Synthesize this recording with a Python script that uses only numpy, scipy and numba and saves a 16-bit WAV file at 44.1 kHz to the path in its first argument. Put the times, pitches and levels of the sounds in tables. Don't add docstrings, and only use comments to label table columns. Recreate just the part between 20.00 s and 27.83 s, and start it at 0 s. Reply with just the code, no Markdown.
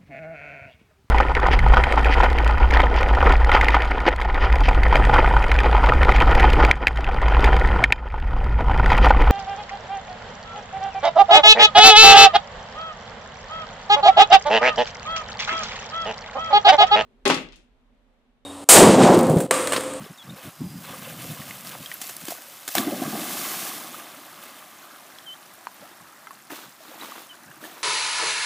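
import sys
import numpy as np
from scipy import signal
from scipy.fft import rfft, irfft, next_fast_len
from scipy.io import wavfile
from numba import njit

SR = 44100
rng = np.random.default_rng(int(sys.argv[2]) if len(sys.argv) > 2 else 0)


def wrap_up_sound(samples):
    columns = np.atleast_2d(samples).T
    tamed = np.clip(columns, -1, 1)
    steps = np.round(tamed * 32767).astype(np.int16)
    wavfile.write(sys.argv[1], SR, steps)


N = 345303
T = np.arange(N) / SR


def undb(db):
    return 10 ** (np.asarray(db) / 20)


def unit(x):
    return x / np.sqrt(np.mean(x ** 2))


def colour(x, points):
    hz, db = np.transpose(points)
    size = next_fast_len(N)
    bin_hz = np.maximum(np.fft.rfftfreq(size, 1 / SR), 1)
    response = undb(np.interp(np.log(bin_hz), np.log(hz), db))
    return unit(irfft(rfft(x, size) * response, size)[:N])


def highpass(x, hz):
    return signal.sosfilt(signal.butter(2, hz, "high", fs=SR, output="sos"), x)


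def wander(rate_hz):
    steps = rng.standard_normal(1024)
    return np.interp(T * rate_hz, np.arange(len(steps)), steps)


def decay(t, t60_s):
    return np.exp(-np.log(1000) * t / t60_s)


def swell(start_s, attack_s, hold_s, t60_s):
    age = T - start_s
    fade_db = -60 * np.clip((age - attack_s - hold_s) / t60_s, 0, 2)
    return np.clip(age / attack_s, 0, 1) * undb(fade_db)


def bump(centre_s, half_width_s):
    return np.exp(-((T - centre_s) / half_width_s) ** 2)


def power_sum(*gains):
    return np.sqrt(sum(g ** 2 for g in gains))


def add(out, start_s, sound):
    i = max(int(start_s * SR), 0)
    out[i:i + len(sound)] += sound[:N - i]


@njit
def ring(starts, hz, cycles, size, glide):
    out = np.zeros(N)
    for k in range(len(starts)):
        n = int(cycles[k] * SR / hz[k]) + 2
        phase, gain, fade = 0., size[k], np.exp(-5.5 / n)
        for i in range(min(n, N - starts[k])):
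            phase += 2 * np.pi * hz[k] / SR * (1 + glide * i / n)
            out[starts[k] + i] += gain * np.sin(phase)
            gain *= fade
    return out


def bubbles(count, low_hz, high_hz, cycles, spread_db, glide):
    when, pitch, life, luck = rng.random((count, 4)).T
    hz = low_hz * (high_hz / low_hz) ** pitch
    size = hz * undb(-spread_db * np.log(np.maximum(luck, .01)))
    return unit(ring((when * N).astype(np.int64), hz, cycles * (.5 + life), size, glide))


def drops(count, spread_db):
    when, sign, luck = rng.random((count, 3)).T
    size = np.sign(sign - .5) * undb(-spread_db * np.log(np.maximum(luck, .003)))
    return unit(np.bincount((when * N).astype(int), size, N))


# frequency in Hz, relative level in dB.
CREEK_SPECTRUM = [(24, -57), (40, -23), (103, -7.5), (173, -2.5), (239, 0), (364, -2.5), (466, -11.5),
                  (582, -2.5), (824, -0.5), (888, -2), (1170, 0), (1260, 0), (1780, -3), (3140, -10),
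                  (15000, -13)]
# frequency in Hz, relative level in dB.
DROP_SPECTRUM = [(900, -35), (2000, -2.5), (3300, -3), (5000, -2), (8000, -2), (11000, -1.5), (15000, 0)]


def creek(wash_db=-49, tick_db=-65):
    gurgle = bubbles(count=3600, low_hz=285, high_hz=1966, cycles=26, spread_db=2.5, glide=0.22)
    fizz = bubbles(count=5000, low_hz=2500, high_hz=14550, cycles=25, spread_db=3, glide=0.14)
    wash = rng.standard_normal(N)
    ripple_db = np.clip(4.8 * wander(8), -5, 4)
    flow = wash + undb(-12 + ripple_db) * gurgle + undb(-3.5) * fizz
    ticks = undb(tick_db) * colour(drops(count=260, spread_db=-1), DROP_SPECTRUM)
    return colour(flow, CREEK_SPECTRUM) * undb(wash_db + .5 * wander(2.37)) + ticks


# centre in seconds, level in dB, half width in seconds.
EDDIES = [(0.019, -38.5, 0.028), (0.111, -36.5, 0.011), (.305, -39.5, 0.05), (.468, -32, 0.023),
          (0.616, -27.5, 0.014), (0.651, -27.5, 0.021), (.745, -38, 0.065), (1.24, -39, 0.065),
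          (1.305, -36, 0.035), (1.4, -39, 0.014), (1.67, -46, 0.056), (1.81, -43.5, 0.018),
          (2.235, -40.5, .014), (4.34, -60, 0.027), (5.82, -53, .025), (6.02, -54, 0.02),
          (6.67, -57, 0.022), (7.49, -50.5, .025), (7.61, -60, 0.028)]
# frequency in Hz, relative level in dB.
WIND_SPECTRUM = [(25, -30), (55, -19), (90, -9), (140, 4), (230, -1), (310, -7), (430, -22.5), (900, -26.5),
                 (3000, -65)]


def wind(breeze_db=-47.5):
    eddies = [undb(db) * bump(centre_s, half_width_s) for centre_s, db, half_width_s in EDDIES]
    breeze = undb(breeze_db + 3.6 * wander(22)) * swell(0.55, attack_s=0.1, hold_s=1.03, t60_s=1.9)
    rumble = colour(rng.standard_normal(N), WIND_SPECTRUM)
    return rumble * power_sum(breeze, *eddies) * undb(0.32 * wander(40))


def bushes(x, t60_s=0.27):
    t = T[:SR // 3]
    leaves = rng.standard_normal(len(t)) * decay(t, t60_s)
    return signal.fftconvolve(x, leaves / np.linalg.norm(leaves))[:N]


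# start and length in seconds, level in dB, first, middle and last pitch in Hz.
BIRD_NOTES = [(.175, .059, -43, 3870, 3410, 3310), (.292, .019, -48, 3500, 3670, 3800),
              (.53, 0.3, -54.5, 4980, 4950, 4930), (5.258, 0.09, -36, 3300, 3096, 3280),
              (7.29, 0.044, -42, 3320, 3060, 3070)]
# length in seconds, level in dB, first, middle and last pitch in Hz.
FAR_PIP = (.028, -55.5, 5450, 5310, 5230)


def birds(far_db=-48, tremble_db=3, scatter_db=-10, pip_start_s=.031, pip_period_s=.1):
    direct, scattered = np.zeros(N), np.zeros(N)
    waver, tremble = 1 + 0.013 * wander(260), wander(90)
    pips = [(pip_start_s + k * pip_period_s, *FAR_PIP) for k in range(4)]
    for start_s, length_s, db, *hz in [*BIRD_NOTES, *pips]:
        progress = np.linspace(0, 1, int(length_s * SR))
        span = slice(int(start_s * SR), int(start_s * SR) + len(progress))
        farness = min(undb(far_db - db), 1)
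        pitch_hz = np.polyval(np.polyfit([0, .5, 1], hz, 2), progress) * waver[span]
        shape = np.tanh(2 * np.sin(np.pi * progress)) * undb(tremble_db * farness * tremble[span])
        note = undb(db) * shape * np.sin(2 * np.pi * np.cumsum(pitch_hz) / SR)
        add(direct, start_s, note)
        add(scattered, start_s, farness ** 2 * note)
    return direct + undb(scatter_db) * bushes(scattered)


# start in seconds, level in dB, attack and hold in seconds.
SHORE_WAVES = [(5.053, -58, 0.032, 0.032), (5.73, -53.5, 0.037, 0.15), (6.497, -36.5, 0.005, 0.016),
               (6.55, -45.5, 0.0092, 0.085), (6.763, -46, 0.14, 0.092), (6.985, -39.5, 0.017, 0.055),
               (7.085, -44, .02, 0.048), (7.144, -43.5, 0.013, 0.035), (7.599, -40, 0.038, 0.017),
               (7.688, -46.5, .03, 0.093)]
# frequency in Hz, relative level in dB.
BREAK_SPECTRUM = [(100, -21), (200, -4), (300, 6), (430, -1.5), (600, 1.5), (1300, 3), (2400, -2),
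                  (3600, -5), (5200, -10.5), (9000, -8), (15000, -6)]
DRAIN_SPECTRUM = [(1500, -20), (2700, -5), (3700, -2), (4700, -8.5), (6500, -8), (10000, -13.5),
                  (15000, -8)]


def shore(gurgle_db=-5, drain_db=-6, drain_rise_s=0.056, t60_s=0.36):
    breaking, draining = [], []
    for start_s, db, attack_s, hold_s in SHORE_WAVES:
        breaking.append(undb(db) * swell(start_s, attack_s, hold_s, t60_s))
        draining.append(undb(db) * swell(start_s, drain_rise_s, hold_s, t60_s))
    froth = bubbles(count=9000, low_hz=192, high_hz=6040, cycles=16, spread_db=1.5, glide=0.14)
    rush = unit(froth + undb(5.5) * drops(count=9000, spread_db=-2) + rng.standard_normal(N))
    gurgles = bubbles(count=700, low_hz=213, high_hz=1470, cycles=4.3, spread_db=-1.5, glide=0.34)
    hiss = colour(drops(count=20000, spread_db=2), DRAIN_SPECTRUM) * undb(drain_db)
    lap = unit(colour(rush, BREAK_SPECTRUM) + undb(gurgle_db) * colour(gurgles, BREAK_SPECTRUM))
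    return lap * power_sum(*breaking) * undb(0.5 * wander(50)) + hiss * power_sum(*draining)


# start in seconds, level in dB, lowest mode in Hz, t60 in seconds.
PEBBLE_HITS = [(1.418, -30, 1880, 0.017), (1.752, -28, 790, .015), (1.86, -24.5, 3230, 0.021),
               (1.916, -22, 1930, 0.02), (1.9405, -21, 11400, 0.021), (2.783, -12.5, 1720, 0.017),
               (5.186, -30.5, 3370, 0.015), (5.6701, -18.5, 980, 0.014), (6.271, -29.5, 1315, 0.035),
               (6.308, -30, 1090, 0.038)]
# multiple of the lowest mode, relative level in dB.
PEBBLE_MODES = [(1, 12), (1.17, 3.5), (1.56, 0), (2.4, -7.5), (4.3, -11.5)]


def pebbles(crack_db=-16, crack_s=0.00037, scatter_db=-22, scatter_s=0.017):
    out, t = np.zeros(N), T[:SR // 10]
    for start_s, db, hz, t60_s in PEBBLE_HITS:
        noise, stones = rng.standard_normal((2, len(t)))
        modes = sum(undb(mode_db) * np.sin(2 * np.pi * hz * ratio * t)
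                    for ratio, mode_db in PEBBLE_MODES if hz * ratio < SR / 2)
        cut_hz = min(hz, SR / 4)
        body = highpass(modes * decay(t, t60_s), cut_hz)
        tail = signal.fftconvolve(body, stones * np.exp(-t / scatter_s))[:len(t)]
        knock = body / np.abs(body).max() + undb(scatter_db) * tail / np.abs(tail).max()
        crack = undb(crack_db) * highpass(noise * np.exp(-t / crack_s), cut_hz)
        add(out, start_s, undb(db) * (knock + crack))
    return out


# start in seconds, level in dB, pitch in Hz, t60 in seconds, rise in octaves/s.
LARGE_BUBBLES = [(.062, -28, 396, 0.022, 2), (.932, -36.5, 520, 0.12, 0.91), (2.321, -18, 690, 0.021, 2),
                 (2.8, -11.5, 258, .03, 1), (2.918, -25.5, 550, .12, 2.8), (3.05, -27, 148, 0.15, 1),
                 (3.13, -21, 210, 0.095, 2.4), (3.944, -29, 1240, .05, 2), (5.822, -42, 525, 0.47, 16),
                 (6.52, -27, 300, 0.048, 2.2), (6.805, -39, 630, 0.078, 3), (6.885, -39, 300, .08, 2),
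                 (6.915, -38, 510, 0.055, 3), (6.94, -35, 820, .04, 3), (7.012, -31.5, 3900, 0.042, 1),
                 (7.12, -25, 1150, 0.023, 5), (7.639, -32, 1730, 0.077, 1.2)]


def plops():
    out, t = np.zeros(N), T[:SR // 6]
    for start_s, db, hz, t60_s, rise in LARGE_BUBBLES:
        octaves = np.clip(rise * t, 0, 1)
        phase = 2 * np.pi * np.cumsum(hz * 2 ** octaves) / SR
        shape = (1 - np.exp(-2 * hz * t)) * decay(t, t60_s) * (1 - octaves ** 2)
        add(out, start_s, undb(db) * np.sin(phase) * shape)
    return highpass(out, 120)


# start in seconds, level in dB, t60 in seconds, ring pitch in Hz, relative ring level in dB.
WET_IMPACTS = [(1.508, -37, 0.021, 2230, 9), (1.671, -25.5, .011, 4200, -7), (1.692, -29, 0.019, 7000, -21),
               (2.015, -24.5, 0.053, 7000, -13), (2.093, -28, 0.048, 1500, -16),
               (2.166, -25, 0.011, 10500, -3), (2.253, -28, 0.017, 8000, -6),
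               (2.283, -23.5, 0.022, 313, 4.5), (2.304, -28.5, 0.082, 790, -10),
               (2.678, -19, 0.027, 1700, -14), (2.687, -23, 0.035, 700, -18), (2.752, -8.5, 0.013, 710, -3),
               (2.765, -27.5, 0.064, 1240, 0), (2.7819, -12, .012, 3280, 0.5)]


def slaps(rise_s=0.00051, hollow_q=5, spike_s=.00006, snappy_t60_s=0.034):
    out, t = np.zeros(N), T[:SR // 4]
    age = np.maximum(t - rise_s, 0) / spike_s
    spike = age * np.exp(1 - age) * np.cos(age)
    for start_s, db, t60_s, hz, ring_db in WET_IMPACTS:
        burst = rng.standard_normal(len(t))
        hollow = unit(signal.lfilter(*signal.iirpeak(hz, hollow_q, SR), burst))
        shape = (1 - np.exp(-t / rise_s)) * decay(t, t60_s)
        snap = min(snappy_t60_s / t60_s, 1) * spike
        add(out, start_s, undb(db) * (snap + shape * (burst + undb(ring_db) * hollow)))
    return highpass(out, 200)


# start and length in seconds, churn and spray gain in dB.
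DOG_STROKES = [(0.0, 0.058, -46.5, -67), (0.215, .12, -53, -73), (0.353, 0.064, -47.5, -61),
               (0.423, 0.049, -46, -52.5), (0.824, 0.15, -45, -66), (1.008, 0.12, -43, -60),
               (1.171, 0.15, -45.5, -45.5), (1.348, 0.22, -47.5, -52.5), (1.642, 0.049, -47.5, -44),
               (1.707, 0.03, -43, -68), (1.806, 0.14, -51.5, -49.5), (1.998, .11, -53, -42),
               (2.2, 0.021, -48.5, -48), (2.26, 0.064, -50, -41), (2.697, 0.059, -52, -38.5),
               (3.922, 0.054, -46, -57), (4.413, .07, -48, -70)]


def wading_gains(drip_churn_db=-54.5, drip_spray_db=-49.5, attack_share=0.14):
    drip = swell(0.38, attack_s=0.59, hold_s=1.8, t60_s=0.59)
    churn, spray = [undb(drip_churn_db) * drip], [undb(drip_spray_db) * drip]
    for start_s, length_s, churn_db, spray_db in DOG_STROKES:
        attack_s = attack_share * length_s
        shove = swell(start_s, attack_s, length_s - attack_s, t60_s=0.29)
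        churn.append(undb(churn_db) * shove)
        spray.append(undb(spray_db) * shove)
    return power_sum(*churn), power_sum(*spray)


# centre in seconds, level in dB.
PINCH_OFFS = [(2.795, -31.5), (2.885, -31), (2.932, -33.5), (3.015, -37), (3.08, -38), (3.144, -30.5)]


def plunge_gains(start_s=2.744, contact_s=0.0094, flight_s=0.76, early_s=0.46, late_s=0.33):
    smack = undb(-30.5) * swell(start_s, contact_s, hold_s=0.039, t60_s=0.21)
    cavity = undb(-35.5) * swell(start_s, attack_s=0.025, hold_s=.25, t60_s=3)
    foam = swell(start_s, contact_s, hold_s=0, t60_s=8.6)
    lag_s = T - start_s - flight_s
    rain = (T > start_s) * np.exp(-(lag_s / np.where(lag_s < 0, early_s, late_s)) ** 2)
    churn = power_sum(smack, undb(-37.5) * foam, undb(-37.5) * rain)
    spray = power_sum(smack, undb(-42) * foam, undb(-33.5) * rain)
    pinches = [undb(db) * bump(centre_s, half_width_s=0.021) for centre_s, db in PINCH_OFFS]
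    return churn, spray, power_sum(cavity, *pinches, undb(-12.5) * churn)


def droplet_fizz(spray_gain):
    hiss_share = np.clip(spray_gain / undb(-31), .25, .85)
    tinkle = bubbles(count=9000, low_hz=2520, high_hz=13840, cycles=60, spread_db=6, glide=.1)
    ticks = unit(drops(count=16000, spread_db=2) + undb(-10.5) * tinkle)
    return np.sqrt(1 - hiss_share) * ticks + np.sqrt(hiss_share) * rng.standard_normal(N)


# frequency in Hz, relative level in dB.
CHURN_SPECTRUM = [(250, -29), (450, 0), (700, -1), (1200, 3), (1800, -2), (2600, -5.5), (3500, -4.5),
                  (5000, -13.5), (9000, -6)]


def churning():
    froth = bubbles(count=14000, low_hz=365, high_hz=5800, cycles=16, spread_db=2, glide=0.26)
    return colour(froth + rng.standard_normal(N), CHURN_SPECTRUM) * undb(0.5 + wander(30))


# frequency in Hz, relative level in dB.
GULP_SPECTRUM = [(50, -26), (100, -16), (150, -7.5), (240, 1), (350, 1.5), (560, -11.5), (800, -3),
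                 (1500, -56)]


def gulping():
    pockets = bubbles(count=5000, low_hz=94, high_hz=897, cycles=11.7, spread_db=-1, glide=0.36)
    return colour(pockets, GULP_SPECTRUM)


# frequency in Hz, relative level in dB.
SWISH_SPECTRUM = [(1200, -23), (2000, -7.5), (2900, 1), (3800, -8), (5000, -18), (9000, -11), (15000, -9)]
SLOSH_SPECTRUM = [(300, -21), (430, -4), (520, 7), (640, -6), (900, -13), (1200, -30)]


def wading(fizz, churn_gain, spray_gain, swish_db=-6.5, splat_db=-4.5, slosh_db=-6.5):
    swish = colour(fizz, SWISH_SPECTRUM) * undb(swish_db)
    splats = colour(drops(count=1100, spread_db=3), DROP_SPECTRUM) * undb(splat_db)
    hollows = bubbles(count=1500, low_hz=379, high_hz=965, cycles=16, spread_db=3.5, glide=0.19)
    slosh = colour(hollows, SLOSH_SPECTRUM) * undb(slosh_db)
    return (swish + slosh) * churn_gain + splats * spray_gain


def dog_splashes():
    wade_churn, wade_spray = wading_gains()
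    leap_churn, leap_spray, gulp_gain = plunge_gains()
    spray_gain = power_sum(wade_spray, leap_spray)
    fizz = droplet_fizz(spray_gain)
    spray = colour(fizz, DROP_SPECTRUM) * spray_gain * undb(3.5 + wander(45))
    churn = churning() * power_sum(wade_churn, leap_churn)
    return spray + churn + gulping() * gulp_gain + wading(fizz, wade_churn, wade_spray)


def near_echo(x, delay_s=0.00206, gain=0.47, top_hz=1290):
    dull = signal.sosfilt(signal.butter(1, top_hz, fs=SR, output="sos"), x)
    return x - gain * np.interp(T - delay_s, T, dull, left=0)


def scene():
    dog = near_echo(dog_splashes() + slaps()) + plops()
    mono = dog + shore() + pebbles() + birds() + wind() + creek()
    return np.array([mono, mono])


def record(dry, low_hz=62, top_hz=15450):
    top_cut = signal.ellip(10, .2, 70, top_hz, fs=SR, output="sos")
    return signal.sosfilt(top_cut, highpass(dry, low_hz))


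dry = scene()
out = record(dry)
wrap_up_sound(out)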